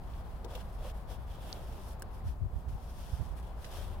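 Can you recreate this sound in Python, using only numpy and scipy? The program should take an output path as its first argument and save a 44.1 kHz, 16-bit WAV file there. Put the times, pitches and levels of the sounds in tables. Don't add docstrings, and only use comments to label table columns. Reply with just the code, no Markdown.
import sys
import numpy as np
from scipy import signal
from scipy.fft import rfft, irfft
from scipy.io import wavfile

SR = 44100
rng = np.random.default_rng(int(sys.argv[2]) if len(sys.argv) > 2 else 0)


def dump_mix(stems):
    frames = np.atleast_2d(stems).T
    limited = np.clip(frames, -1, 1)
    pcm = np.round(limited * 32767).astype(np.int16)
    wavfile.write(sys.argv[1], SR, pcm)


N = 176400
TIME = np.arange(N) / SR
BIN_HZ = np.maximum(np.arange(N // 2 + 1) * SR / N, 1)

# f/Hz, level/dB
TRAFFIC_COLOUR = [(100, 4), (200, 6), (310, -2.5), (450, -.5), (750, 2.5), (1000, -0.5), (1400, -8.5),
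                  (2000, -16), (3000, -22), (5000, -27), (7500, -59.5), (11000, -36), (16000, -37)]
# f/Hz, likeness
TRAFFIC_LIKENESS = [(150, 1), (500, 0.74), (1000, 0.47), (2000, 0), (8000, 0)]
# t/s, level/dB, extra treble/dB
TRAFFIC_RIDE = [(0, 0.5, 0), (2.2, 1, 2), (2.45, -3, -1), (2.62, -1, -1), (2.8, -.5, 2), (4, 2, -2)]
# f/Hz, level/dB
TRAFFIC_HUMS = [(56.3, -53), (373, -71.5)]
# f/Hz, level/dB
WIND_COLOUR = [(15, -8.5), (25, 7.5), (40, 3.5), (55, 8), (75, -1), (100, -2), (150, -9.5), (220, -21),
               (320, -26.5), (600, -50.5)]
# f/Hz, likeness
WIND_LIKENESS = [(25, 0.69), (60, 0.87), (200, 0.35)]
# middle t/s, half length/s, level/dB, centre f/Hz, pan/dB
BUFFETS = [(0.164, 0.019, -43.5, 56, 0), (0.518, 0.013, -39.5, 60.6, 2), (1.132, 0.057, -39.5, 53.7, 10),
           (1.318, 0.0099, -36, 45.7, 5), (2.261, 0.016, -33, 72, -11), (2.304, 0.03, -34, 59.4, 25),
           (2.441, 0.019, -29.5, 81.5, 29), (2.559, 0.025, -33.5, 64, -31), (2.685, 0.027, -36, 79, -16),
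           (2.743, 0.013, -36, 69, 25), (3.141, 0.0071, -28, 62, -12), (3.211, 0.013, -29.5, 83.3, -27),
           (3.304, 0.03, -37, 56.3, -30), (3.855, .06, -39.5, 60.7, 16)]
# t/s, length/s, attack/s, release/s, rasp/dB, hiss/dB, low rim/dB, high rim/dB, pan/dB
STROKES = [(.0, .23, 0.099, .02, -65.5, -71, -75, -78, 2.5),
           (0.234, 0.29, 0.015, 0.19, -68.5, -72.5, -78, -86, 3),
           (0.475, .16, 0.038, 0.02, -58.5, -66, -66, -71, 1.5),
           (0.621, 0.097, .015, 0.018, -70, -70.5, -76, -80, 0),
           (0.71, 0.075, 0.02, .03, -71, -67, -76, -73, 3),
           (0.766, 0.16, 0.12, 0.026, -55.5, -62, -63.5, -68.5, 1.5),
           (0.933, 0.12, .025, 0.085, -65, -67.5, -80, -84, 2),
           (1.069, 0.11, 0.045, 0.053, -58.5, -61, -63, -65, 0.5),
           (1.17, .1, .02, .03, -74, -73, -75, -84, -2),
           (1.256, 0.14, 0.048, 0.04, -63, -68.5, -67, -73, -1),
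           (1.367, 0.28, 0.071, 0.065, -59.5, -63.5, -65, -74, 0.5),
           (1.572, 0.31, 0.065, 0.06, -63, -68, -75, -73, 0.5),
           (1.77, 0.19, 0.11, 0.049, -65, -62, -73, -67.5, 1.5),
           (2.104, 0.11, .04, 0.064, -75, -66, -78, -72, 1),
           (2.236, .11, 0.045, 0.066, -62.5, -63, -72, -66.5, 2),
           (2.499, 0.15, 0.09, .05, -76, -72, -79, -79, 1),
           (2.677, 0.1, 0.01, 0.057, -64.5, -68, -87, -73, 5),
           (2.74, 0.29, 0.12, 0.046, -67, -67, -75, -70, 2.5),
           (2.931, 0.45, 0.087, 0.24, -62.5, -63, -68.5, -66.5, 3.5),
           (3.355, 0.073, 0.029, 0.049, -59.5, -61.5, -82, -86, 4.5),
           (3.42, .16, 0.015, .1, -66.5, -71, -72.5, -90, 7),
           (3.552, 0.16, .1, .04, -59.5, -63, -74, -69, 3.5),
           (3.681, 0.21, 0.073, .13, -53, -57, -60.5, -61.5, 3),
           (3.825, 0.2, 0.047, 0.2, -57.5, -63, -64, -81, 1.5)]
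# f/Hz, level/dB
RASP_COLOUR = [(350, 0), (600, -4), (1000, -2), (1500, 3), (2200, -4), (2700, 0.5), (3300, -1),
               (4100, -4.5), (5400, -6), (6300, -10), (7300, -9.5), (10000, -11.5)]
# f/Hz, level/dB
HISS_COLOUR = [(4000, 0.5), (6000, 2), (7300, 1), (8700, 9.5), (9700, 9), (10800, 11), (13500, 8.5),
               (16000, -2.5)]
# f/Hz, likeness
RUB_LIKENESS = [(400, 1), (1500, 0.81), (3300, 0.18), (5500, 0.13), (9000, -0.051), (15000, -0.07)]
# f/Hz, width/Hz
RIM_TONES = [(3350, 790), (5500, 2800)]
# t/s, level/dB, centre f/Hz, half width/octaves, decay/s, pan/dB
TICKS = [(.137, -57, 3460, 0.42, .003, -1), (0.4453, -50, 4200, .8, 0.0055, 12),
         (.4482, -45, 3400, 2.6, 0.0013, -5), (0.5517, -45, 3060, 0.26, 0.0077, -2),
         (0.552, -46, 4600, 2, 0.0066, -3), (1.5277, -28.5, 4360, 0.32, 0.0009, 1.5),
         (1.9955, -55, 12000, 0.92, 0.009, -2), (2.0214, -34, 12900, 1.2, 0.0013, -2.5),
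         (2.0262, -42.5, 9000, 2.1, 0.0014, 0), (3.428, -56, 7000, 1.6, .003, -3),
         (3.478, -65, 4000, 0.88, .004, 3), (3.644, -45.5, 2700, 1.04, 0.0084, 0)]
# middle t/s, half length/s, level/dB, housing pitch f/Hz
PUSHES = [(0.458, 0.011, -48, 470), (0.511, 0.014, -50, 573), (0.557, 0.016, -48.5, 530),
          (0.617, 0.028, -56.5, 680), (0.824, 0.012, -53, 580), (0.865, 0.015, -47.5, 550),
          (1.105, 0.016, -49.5, 590), (1.469, 0.012, -53, 517), (1.555, 0.055, -55, 440),
          (1.765, 0.064, -55.5, 438), (2.035, 0.081, -60.5, 510), (3.772, 0.049, -52, 556)]
# multiple of the pitch, width/Hz, level/dB
HOUSING_MODES = [(1, 320, 2), (1.5, 110, -13), (2.0, 190, -7)]
# t/s, level/dB, f/Hz, t60/s
BUMPS = [(.4475, -37, 442, 0.041), (.553, -45.5, 507, 0.15), (.808, -41.5, 624, 0.047),
         (.849, -38.5, 566, 0.036)]
# t/s, level/dB
KNOCKS = [(0.4492, -57.5), (2.0226, -44.5)]
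# f/Hz, relative level/dB, t60/s
MOUNT_MODES = [(1570, -1, 0.027), (1645, 0, 0.022), (2900, -4, 0.015), (5360, -2, .012), (5600, -4, 0.006),
               (9100, -20, .018), (10300, -7, 0.027)]

HOUSING_PAN_DB = 4.5


def from_db(db):
    return 10 ** (np.asarray(db) / 20)


def unit_rms(x):
    return x / np.sqrt(np.mean(x ** 2) + 1e-20)


def curve(points):
    hz, values = np.transpose(points)
    return np.interp(np.log(BIN_HZ), np.log(hz), values)


def pan(db):
    gains = from_db(np.array([[.5], [-.5]]) * db)
    return gains / np.sqrt(np.mean(gains ** 2, axis=0))


def drift(rate_hz):
    hop, run_in = 40, 2000
    r = np.exp(-2 * np.pi * hop * rate_hz / SR)
    noise = rng.standard_normal(N // hop + run_in + 2)
    slow = signal.lfilter([1], [1, -2 * r, r * r], noise)[run_in:]
    return np.interp(np.arange(N) / hop, np.arange(len(slow)), unit_rms(slow))


def coloured(pair, colour, likeness):
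    mid, side = rfft(pair) * from_db(curve(colour))
    alike = np.clip(curve(likeness), -1, 1)
    stereo = np.sqrt(1 + alike) * mid + np.sqrt(1 - alike) * side * [[1], [-1]]
    return unit_rms(irfft(stereo, N))


def band(x, hz, octaves):
    edges = np.clip([hz / 2 ** octaves, hz * 2 ** octaves], 10, .45 * SR)
    return signal.sosfilt(signal.butter(2, edges, "band", fs=SR, output="sos"), x + 1e-18)


def resonate(x, hz, width_hz):
    r = np.exp(-np.pi * width_hz / SR)
    feedback = [1, -2 * r * np.cos(2 * np.pi * hz / SR), r * r]
    return signal.lfilter(np.array([1, 0, -1]) * (1 - r * r) / 2, feedback, x + 1e-18)


def noise_tone(noise, hz, width_hz):
    return unit_rms(resonate(resonate(noise, hz, width_hz), hz, width_hz))


def grains(per_s, spread_db):
    sizes = from_db(spread_db * np.minimum(rng.exponential(1, (2, N)), 6))
    signs = rng.choice([-1, 1], (2, N))
    fires = rng.random((2, N)) < per_s / SR
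    return unit_rms(sizes * signs * fires)


def swell(x, s, half_s):
    bell = np.exp(-.5 * np.minimum(((TIME - s) / half_s) ** 2, 100))
    return unit_rms(x * bell) * np.sqrt(np.mean(bell ** 2))


def traffic(bed_db=-52.5, treble_hz=3000):
    times, *rides = np.transpose(TRAFFIC_RIDE)
    ride_db, treble_db = (np.interp(TIME, times, ride) for ride in rides)
    wash = coloured(rng.standard_normal((2, N)), TRAFFIC_COLOUR, TRAFFIC_LIKENESS)
    body = signal.sosfiltfilt(signal.butter(2, treble_hz, fs=SR, output="sos"), wash)
    wash = body + (wash - body) * from_db(treble_db)
    fader = from_db(bed_db + ride_db + .5 * drift(rate_hz=4.4))
    hum = sum(from_db(db) * noise_tone(rng.standard_normal(N), hz, width_hz=6.9)
              for hz, db in TRAFFIC_HUMS)
    return wash * fader * pan(db=3) + hum


def wind(rumble_db=-42.5):
    rumble = coloured(rng.standard_normal((2, N)), WIND_COLOUR, WIND_LIKENESS)
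    out = rumble * from_db(rumble_db + .5 * drift(rate_hz=8.4))
    for s, half_s, db, hz, pan_db in BUFFETS:
        eddy = band(rng.standard_normal(N), hz, octaves=.42)
        out = out + from_db(db) * swell(eddy, s, half_s) * pan(pan_db)
    return out


def friction(colour):
    slips = grains(per_s=5000, spread_db=2.7) + rng.standard_normal((2, N))
    return coloured(slips, colour, RUB_LIKENESS)


def stroke_gains():
    power = 0
    for s, length_s, attack_s, release_s, *levels_db, pan_db in STROKES:
        attack = np.clip((TIME - s) / attack_s, 0, 1)
        release = np.clip((s + length_s - TIME) / release_s, 0, 1)
        slide = (attack * release) ** 1.5 * pan(pan_db) ** 2
        power = power + from_db(levels_db)[:, None, None] ** 2 * slide
    return np.sqrt(power)


def towel(crinkle_vs_hiss_db=-13, air_hz=11800, flutter_db=1.1):
    rasp_gain, hiss_gain, *rim_gains = stroke_gains()
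    rasp = friction(RASP_COLOUR) * rasp_gain
    for (hz, width_hz), gain in zip(RIM_TONES, rim_gains):
        rasp = rasp + gain * noise_tone(friction(RASP_COLOUR), hz, width_hz)
    snaps = grains(per_s=110, spread_db=4)[0]
    crinkle = from_db(crinkle_vs_hiss_db) * unit_rms(band(snaps, hz=7500, octaves=2.8))
    hiss = (friction(HISS_COLOUR) + crinkle) * hiss_gain * pan(db=.5)
    air = 1 / (1 + (air_hz / BIN_HZ) ** 10)
    hiss = irfft(rfft(hiss) * pan(db=-23 * air), N)
    return (rasp + hiss) * from_db(flutter_db * drift(rate_hz=35))


def ticks():
    out = 0
    for s, db, hz, octaves, decay_s, pan_db in TICKS:
        envelope = (TIME >= s) * np.exp(-np.clip((TIME - s) / decay_s, 0, 30))
        mid, side = rng.standard_normal((2, N))
        wide_noise = mid + 1.5 * side * [[1], [-1]]
        crack = unit_rms(band(wide_noise * envelope, hz, octaves)) * np.sqrt(np.mean(envelope ** 2))
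        out = out + from_db(db) * crack * pan(pan_db)
    return out


def housing_pushes():
    slips = grains(per_s=900, spread_db=3)[0]
    out = 0
    for s, half_s, db, hz in PUSHES:
        shell = sum(from_db(mode_db) * resonate(slips, hz * ratio, width_hz)
                    for ratio, width_hz, mode_db in HOUSING_MODES)
        out = out + from_db(db) * swell(band(shell, hz, octaves=.82), s, half_s)
    return out * pan(HOUSING_PAN_DB)


def housing_bumps():
    out = 0
    for s, db, hz, t60 in BUMPS:
        age = np.clip(TIME - s, 0, 1)
        out = out + from_db(db - 60 * age / t60) * np.sin(2 * np.pi * hz * age)
    return out * pan(HOUSING_PAN_DB)


def glass_knocks():
    blows, out = np.zeros(N), 0
    for s, db in KNOCKS:
        blows[int(s * SR)] = from_db(db)
    for hz, db, t60 in MOUNT_MODES:
        r = from_db(-60 / (t60 * SR))
        angle = 2 * np.pi * hz / SR
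        ring = signal.lfilter([0, np.sin(angle)], [1, -2 * r * np.cos(angle), r * r], blows + 1e-18)
        out = out + from_db(db) * ring
    return out


def scene():
    mirror = towel() + housing_pushes() + housing_bumps() + ticks() + glass_knocks()
    return mirror + wind() + traffic()


def record(dry):
    return signal.sosfilt(signal.ellip(12, .1, 80, 15900, fs=SR, output="sos"), dry)


dry = scene()
out = record(dry)
dump_mix(out)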